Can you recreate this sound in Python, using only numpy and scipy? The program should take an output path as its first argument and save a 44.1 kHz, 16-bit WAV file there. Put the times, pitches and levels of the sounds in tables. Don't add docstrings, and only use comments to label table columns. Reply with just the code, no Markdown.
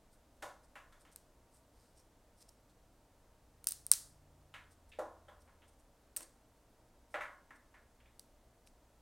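import sys
import numpy as np
from scipy import signal
from scipy.fft import rfft, irfft
from scipy.io import wavfile

SR = 44100
rng = np.random.default_rng(int(sys.argv[2]) if len(sys.argv) > 2 else 0)


def wav_record(signal):
    frames = np.transpose(np.atleast_2d(signal))
    bounded = np.clip(frames, -1, 1)
    quanta = np.round(bounded * 32767).astype(np.int16)
    wavfile.write(sys.argv[1], SR, quanta)


N = 397341

# (frequency [Hz], fade time [s])
ECHO_FADE = [(200, 0.42), (800, 0.47), (1500, 0.49), (2200, 0.27), (5000, 0.3907), (9000, 0.34),
             (12500, 0.32), (15000, 0.27)]
# (frequency [Hz], gain [dB])
ECHO_TONE = [(200, -14), (1500, -10), (3000, -9), (4300, -3.5), (7000, -2), (9000, -2.5), (11000, -4),
             (13500, -9.5), (15800, -9.5)]
# (frequency [Hz], gain [dB])
AIR_TONE = [(12, -27), (20, 1), (65, -5), (81, -13.5), (120, -8), (146, -20.5), (177, -15.5), (285, -13.5),
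            (434, -18), (574, -15), (759, -17.5), (949, -20), (2400, -30.5), (4180, -32.5), (8410, -33),
            (16000, -40)]
# (pitch [Hz], width [Hz], boost [dB])
STANDING_WAVES = [(58.6, 5, 5), (177.6, 8, 5), (243, 10, 3), (297, 24, 4), (467, 20, 6.5), (595, 20, 4.5),
                  (655, 30, 3.5), (927, 18, 8)]
# (pitch [Hz], level [dB])
HUM_NOTES = [(59.5, -79.5), (119.8, -87), (236, -89)]
# (time [s], pitch [Hz], level [dB])
ENGINE_PATH = [(2.9, 89.1, -84), (3.4, 89.1, -78), (4.2, 90.92, -72.5), (4.549, 89.8, -71.5),
               (4.8, 82.2, -71.5), (5.25, 80.37, -70.5), (5.65, 80.9, -73), (5.9, 80.9, -91)]

# (time [s], level [dB],
# low edge [Hz], high edge [Hz], contact tick [dB], clack pitch [Hz], direct sound [dB])
KNOCKS_AND_THUDS = [(0.4227, -53.5, 424, 1500, -11.5, 2820, -19),
                    (0.426, -47.5, 510, 1620, -12.5, 760, -10), (.755, -55, 790, 1910, -18.5, 2675, -21),
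                    (0.9253, -68, 886, 1920, -12, 3500, -10), (1.052, -68.5, 494, 2920, -10.5, 1270, -9),
                    (1.076, -75.5, 900, 3300, -14, 3180, -10), (4.5401, -53.5, 839, 2850, -19, 2420, -14),
                    (4.918, -63, 2083, 3200, -21, 2620, -23), (4.9882, -42.5, 460, 700, -35, 570, -5.5),
                    (4.9927, -43.5, 560, 1150, -25.5, 800, -9), (5.283, -59.5, 573, 1370, -26.5, 3250, -16),
                    (5.4764, -70.5, 698, 2130, -34, 1097, -14),
                    (5.6191, -70.5, 600.4, 3120, -30.5, 3120, -22),
                    (6.164, -62.5, 330.1, 3220, -14, 700, -9), (6.2071, -64, 277, 2600, -13, 590, -6),
                    (7.1421, -40.5, 645, 2220, -26.5, 590, -17),
                    (7.2079, -44.5, 950, 1930, -24.5, 2136, -27), (7.507, -59, 1010, 1703, -26, 1890, -10),
                    (7.7419, -64.5, 990, 2095, -24, 1885, -12), (8.003, -75, 2014, 2720, -22, 2720, -14),
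                    (8.056, -74, 1700, 2900, -27.5, 2400, -20)]
# (pitch [Hz], energy relative to the blow [dB], time to fade 60 dB [s])
WOODY_NOTES = [(326.4, -26, 0.49), (470, -29, .35), (517.6, -28, 0.32), (551, -35.5, 0.37),
               (590, -23.5, 0.29), (763, -33, 0.19), (812.7, -23.5, 0.18), (984, -28.5, 0.34),
               (1074.4, -29, 0.57), (1286, -24, 0.33), (1356, -24.5, 0.23), (1443, -26.5, 0.45),
               (1660, -23, 0.43), (1773, -28, 0.37), (1900, -30, 0.32), (1950, -24.5, 0.31),
               (2120, -26.5, 0.46), (2250, -27, 0.32), (3750, -35, 0.35)]
# (frequency [Hz], gain [dB])
HOLLOW_TONE = [(240, 3), (335, 4), (410, -5), (480, 1.5), (595, 3), (695, -3), (795, -0.5), (900, -6),
               (1000, 1.5), (1120, 0), (1200, -3.5), (1330, -1.5), (1480, 0.5), (1590, -4), (1730, 2.5),
               (1900, -1), (2050, 0), (2350, -0.5), (2900, 0), (3700, 1), (4300, -2.5), (5200, -4),
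               (6500, -0.5)]

# (middle time [s], length [s], level [dB], low resonance [Hz], its share [dB])
FIRM_SCRAPES = [(0.137, 0.068, -75, 4900, -14), (0.644, 0.0516, -74.5, 5200, -1),
                (1.013, 0.055, -70, 5040, -8), (1.128, 0.0377, -67, 5550, -6), (1.56, 0.12, -72, 5600, -16),
                (1.823, 0.31, -77.5, 5000, 2), (1.986, 0.088, -69.5, 5600, 4), (2, 0.014, -69, 5500, 0),
                (2.389, 0.059, -72, 5400, -3), (2.414, 0.042, -63.5, 5430, -1),
                (2.426, .012, -61.5, 5300, 4), (2.491, 0.0216, -63, 5600, 0), (2.703, 0.0334, -75, 4200, 6),
                (4.723, 0.048, -69.5, 5550, -6), (4.898, 0.021, -69, 5550, -6),
                (5.417, 0.046, -72.5, 5550, -3), (5.688, 0.038, -72, 5550, -17),
                (5.801, 0.035, -74, 5600, -9), (6.23, .02, -53.5, 5750, -11), (7.126, 0.087, -75, 5550, -4),
                (7.56, 0.048, -74.5, 5540, -5.5), (8.675, 0.044, -69, 5410, 1)]
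# (multiple of its pitch, gain [dB])
SCRAPE_LOW_TONE = [(.02, -49.5), (.27, -16), (.54, -26), (.83, -6.5), (1, 1.5), (1.19, -10.5), (1.6, -17),
                   (2.9, -39)]
# (frequency [Hz], gain [dB])
SCRAPE_HIGH_TONE = [(100, -35), (3000, -14), (6700, -10), (8500, 1.5), (9500, -1), (10800, -9.5),
                    (12700, -9), (14000, -15), (16000, -38)]

# (time [s], pitch [Hz], level [dB], time to fade 60 dB [s])
FREED_RINGS = [(6.166, 5790, -59, 0.28), (6.169, 8900, -50, 0.24), (6.227, 8580, -56, .08)]
# (time [s], strength [dB], ring pitch [Hz],
# thock share [dB], thock pitch [Hz], body share [dB], body pitch [Hz], top share [dB],
# top tilt [dB/kHz], splinters [dB])
BREAKS = [(1.1602, -40.5, 8700, -15, 1390, -10, 5070, -4.5, -2, -21),
          (2.4913, -56.5, 8900, -30, 1400, 2, 5300, -4.5, 5, -16),
          (3.6425, -42.5, 9190, -10.5, 1403, -10, 5250, -4.5, 3, -24),
          (3.656, -70, 8500, -25, 1400, 0.5, 5300, -6, 0, -22),
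          (3.6704, -20, 9200, -23.5, 1310, -10, 4890, -7, 1, -35),
          (3.6708, -23, 9355, -17, 1600, -7, 5070, -6, 1, -16),
          (3.678, -42, 8700, -21.5, 1400, -5, 5400, -1, 0.5, -18),
          (3.684, -42.5, 8300, -18, 1500, -3.5, 5300, -7.5, 0, -22.5),
          (3.6873, -25, 8850, -28, 1500, -12.5, 5050, -10.5, 3, -22),
          (3.6919, -45.5, 9200, -25.5, 1400, -2.5, 5100, 10, 5.5, -22.5),
          (3.7086, -37, 8950, -24, 1400, -10, 5100, -1.5, 4, -17.5),
          (3.7196, -35.5, 9100, -23, 1390, -11.5, 5030, -10.5, 2, -21.5),
          (3.721, -29, 9145, -20.5, 1360, -8, 5070, -6.5, 5, -23),
          (3.8655, -31.5, 9300, -26, 1290, -14.5, 5080, -9.5, 1, -22.5),
          (3.9146, -24.5, 8820, -17.5, 1217, -5.5, 5080, -9.5, -2, -19),
          (3.9157, -7, 9097, -24, 1420, -12, 5050, -10.5, -1, -28),
          (3.9227, -25.5, 8240, -23, 1700, -16, 5070, -14.5, -2, -21),
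          (3.9255, -32, 9500, -17, 1600, -9.5, 5077, -14, 0, -12),
          (3.936, -28.5, 8380, -18.5, 1522, 3, 5100, -10.5, 0, -22),
          (3.941, -34.5, 8700, -22, 1400, -14, 5070, -16.5, 0, -15.5),
          (6.1641, -33, 8780, -9, 2000, -11.5, 3770, 0, 3, -30),
          (6.1685, -28, 8250, -26.5, 1289, -18, 5600, -7, -1, -21),
          (6.1728, -36, 8300, -12, 1580, -5, 5290, -4, 4, -10),
          (6.178, -49, 8400, -20, 1400, -14, 5700, -6, 0, -8.5),
          (6.183, -49, 8610, -20.5, 1400, -13, 5696, -5, -3, -8),
          (6.2065, -49, 8430, -3.5, 960, -5, 5700, -1, -0.5, -7),
          (6.219, -50, 8000, -5, 900, -9, 5750, -5, -7, -11),
          (8.1944, -51, 8500, -22, 1750, -3.5, 4020, 1, -2, -16),
          (8.195, -47.5, 10700, -30, 1746, -1, 4810, -9, -2, -19),
          (8.673, -65, 9100, 10, 2630, 0, 5080, -1, -3, -23)]
# (frequency [Hz], gain [dB])
BREAK_TONE = [(100, -46), (500, -21.5), (1200, -5), (2400, -2), (4500, 0.5), (16000, 1.5)]
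# (multiple of the thock pitch, width [Hz], gain [dB])
THOCK_NOTES = [(1, 520, 1), (1.5, 560, -1.5), (2.3, 560, -4.5), (3.05, 560, -2.5)]
# (multiple of the body pitch, width [Hz], gain [dB])
BODY_NOTES = [(.83, 489, -6.5), (1, 619.7, 0), (1.22, 520, -1.5), (1.39, 402.4, -8.5)]
# (pitch [Hz], width [Hz], gain [dB])
TOP_NOTES = [(11600, 600, 0), (12650, 750, 0), (14750, 800, -5)]


def gain_of(db):
    return 10 ** (np.asarray(db) / 20)


def evened(x):
    return x / np.sqrt(np.mean(x ** 2) + 1e-30)


def read(points, hz):
    f, value = np.transpose(points)
    return np.interp(np.log(hz + 1), np.log(f + 1), value)


def add(mix, s, sound):
    part = mix[max(round(s * SR), 0):][:len(sound)]
    part += sound[:len(part)]


def coloured(x, points):
    return irfft(rfft(x) * gain_of(read(points, np.fft.rfftfreq(len(x), 1 / SR))), len(x))


def pulse(gain):
    log_gain = np.log(np.maximum(np.r_[gain, gain[-2:0:-1]], 1e-5))
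    return np.fft.ifft(np.exp(np.conj(signal.hilbert(log_gain)))).real


def room_air(level_db=-67.5):
    bins = np.fft.rfftfreq(N, 1 / SR)
    boost_db = sum(db / (1 + (2 * (bins - hz) / width) ** 2) for hz, width, db in STANDING_WAVES)
    spectrum = rfft(rng.standard_normal(N)) * gain_of(read(AIR_TONE, bins) + boost_db)
    return gain_of(level_db) * evened(irfft(spectrum, N))


def mains_hum():
    t = np.arange(N) / SR
    return np.sqrt(2) * sum(gain_of(db) * np.sin(2 * np.pi * hz * t) for hz, db in HUM_NOTES)


def far_engine(overtone_ratio=1.6, full_speed_hz=91.3, fade_db_per_hz=1.4):
    t = np.arange(N) / SR
    times, *columns = np.transpose(ENGINE_PATH)
    hz, level_db = (np.interp(t, times, column) for column in columns)
    angle = 2 * np.pi * np.cumsum(hz) / SR
    overtone = gain_of(-0.5 + fade_db_per_hz * (hz - full_speed_hz)) * np.sin(overtone_ratio * angle)
    return np.sqrt(2) * gain_of(level_db) * (np.sin(angle) + overtone)


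def echo_tail(size=18176):
    hz, t, bands = signal.stft(rng.standard_normal(size), SR, nperseg=256)
    fade = gain_of(-60 * t / read(ECHO_FADE, hz)[:, None])
    echoes = signal.istft(bands * fade, SR)[1][:size]
    return echoes / np.linalg.norm(echoes)


def room_echo(x, table_s=0.012, table_db=-17, early_db=-3, build_s=0.0074):
    echoes = coloured(np.pad(echo_tail(), (256, 0)), ECHO_TONE)[256:]
    t = np.arange(len(echoes)) / SR
    echoes *= gain_of(early_db * np.exp(-(t / build_s) ** 2))
    add(echoes, table_s, gain_of([table_db]))
    return signal.fftconvolve(x, echoes)


def knock_answer(direct_db, wash_db=-2, bounce_db=-3, bounce_s=.0038):
    answer = gain_of(wash_db) * echo_tail()
    t = np.arange(len(answer)) / SR
    answer[0] += gain_of(direct_db)
    add(answer, bounce_s, gain_of([direct_db + bounce_db]))
    for hz, db, fade_s in WOODY_NOTES:
        note = np.sin(2 * np.pi * (hz * t + rng.random())) * gain_of(-60 * t / fade_s)
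        answer += gain_of(db) * note / np.linalg.norm(note)
    return answer


def knocks_and_thuds(steepness=3.96, tick_edge_hz=9000, clack_width_hz=260, size=4096):
    out, hz = np.zeros(N), np.fft.rfftfreq(size, 1 / SR) + 1
    tick = 1 / np.hypot(1, (hz / tick_edge_hz) ** 3)
    for s, db, low_hz, high_hz, tick_db, clack_hz, direct_db in KNOCKS_AND_THUDS:
        thud = 1 / np.hypot(1, (hz / high_hz) ** steepness)
        clack_gain = gain_of(-1) / np.hypot(1, clack_hz / high_hz)
        clack = clack_gain / (1 + ((hz - clack_hz) / clack_width_hz) ** 2)
        contact = np.hypot(thud + clack, gain_of(tick_db) * tick)
        bass_cut = 1 / np.hypot(1, (low_hz / hz) ** 3)
        blow = pulse(gain_of(read(HOLLOW_TONE, hz)) * contact * bass_cut)
        knock = signal.fftconvolve(blow, knock_answer(direct_db))
        add(out, s, gain_of(db) * knock / np.std(knock[:size // 2]))
    return out


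def light_brushes(count=8, typical_s=.045, db=-83.5, low_hz=5400, low_db=-12):
    return [(when * N / SR, typical_s * (.5 + stretch), db, low_hz, low_db)
            for when, stretch in rng.random((count, 2))]


def scrapes(slips_per_s=2500, spread_db=3):
    out = np.zeros(N)
    for s, length, db, low_hz, low_db in FIRM_SCRAPES + light_brushes():
        size = int(length * SR)
        low_tone = [(ratio * low_hz, level) for ratio, level in SCRAPE_LOW_TONE]
        slips = (rng.random(size) < slips_per_s / SR) * rng.choice([-1, 1], size)
        slips = slips * gain_of(spread_db * rng.standard_normal(size))
        rub = coloured(slips, SCRAPE_HIGH_TONE) + gain_of(low_db) * coloured(slips, low_tone)
        add(out, s - length / 2, gain_of(db) * evened(rub) * np.hanning(size))
    return out


def freed_supports(wobble_hz=70):
    out, t = np.zeros(N), np.arange(SR // 2) / SR
    smoothing = np.exp(-np.pi * wobble_hz / SR)
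    for s, hz, db, fade_s in FREED_RINGS:
        wobble = evened(signal.lfilter([1], [1, -smoothing], rng.standard_normal(len(t))))
        ring = np.sin(2 * np.pi * np.cumsum(hz + wobble_hz * wobble) / SR)
        add(out, s, gain_of(db - 60 * t / fade_s) * ring)
    return out


def plastic_ring(notes, t):
    ring = 0
    for hz, width, db in notes:
        age = 2 * np.pi * width * t
        ring = ring + gain_of(db) * width * age ** 2 * np.exp(-age) * np.sin(2 * np.pi * hz * t)
    return ring / abs(ring).max()


def cracks(ring_width_hz=830, blur_width_hz=1400, splinter_s=0.0031, bass_cut_hz=730):
    out, t = np.zeros(N), np.arange(512) / SR
    click = pulse(gain_of(read(BREAK_TONE, np.fft.rfftfreq(len(t), 1 / SR))))
    bass_cut = signal.butter(4, bass_cut_hz, "high", fs=SR, output="sos")
    for s, strength_db, ring_hz, thock_db, thock_hz, body_db, body_hz, top_db, tilt, chip_db in BREAKS:
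        thock = [(ratio * thock_hz, width, db) for ratio, width, db in THOCK_NOTES]
        body = [(ratio * body_hz, width, db) for ratio, width, db in BODY_NOTES]
        top = [(hz, width, db + tilt * (hz - ring_hz) / 1000) for hz, width, db in TOP_NOTES]
        snap = plastic_ring([(ring_hz, ring_width_hz, 0)], t)
        for share_db, notes in (thock_db, thock), (body_db, body), (top_db, top):
            snap = snap + gain_of(share_db) * plastic_ring(notes, t)
        bare = gain_of(11) * np.hypot(gain_of(body_db), gain_of(top_db)) * click
        splinters = rng.standard_normal(len(t)) * (rng.random(len(t)) < .1)
        force = gain_of(chip_db) * splinters * np.exp(-t / splinter_s)
        force[0] = 1
        near = np.convolve(force, gain_of(3.5) * snap + gain_of(-20) * bare)
        add(out, s, gain_of(strength_db) * signal.sosfilt(bass_cut, near))
        blur = gain_of(-11) * plastic_ring([(ring_hz, blur_width_hz, 0)], t)
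        add(out, s, gain_of(strength_db) * (room_echo(bare) + room_echo(blur)))
    return out


def scene(scrape_echo_db=-5, width_db=-42, hiss_db=-85):
    rub = scrapes()
    mono = cracks() + freed_supports() + rub + gain_of(scrape_echo_db) * room_echo(rub)[:N]
    mono += knocks_and_thuds() + room_air() + mains_hum() + far_engine()
    side = gain_of(width_db) * signal.hilbert(mono).imag + gain_of(hiss_db) * rng.standard_normal(N)
    return np.array([mono + side, mono - side])


def record(dry):
    treble_cut = signal.firwin(511, 16250, window=("kaiser", 8), fs=SR)
    return signal.oaconvolve(dry, treble_cut[None], "same")


dry = scene()
out = record(dry)
wav_record(out)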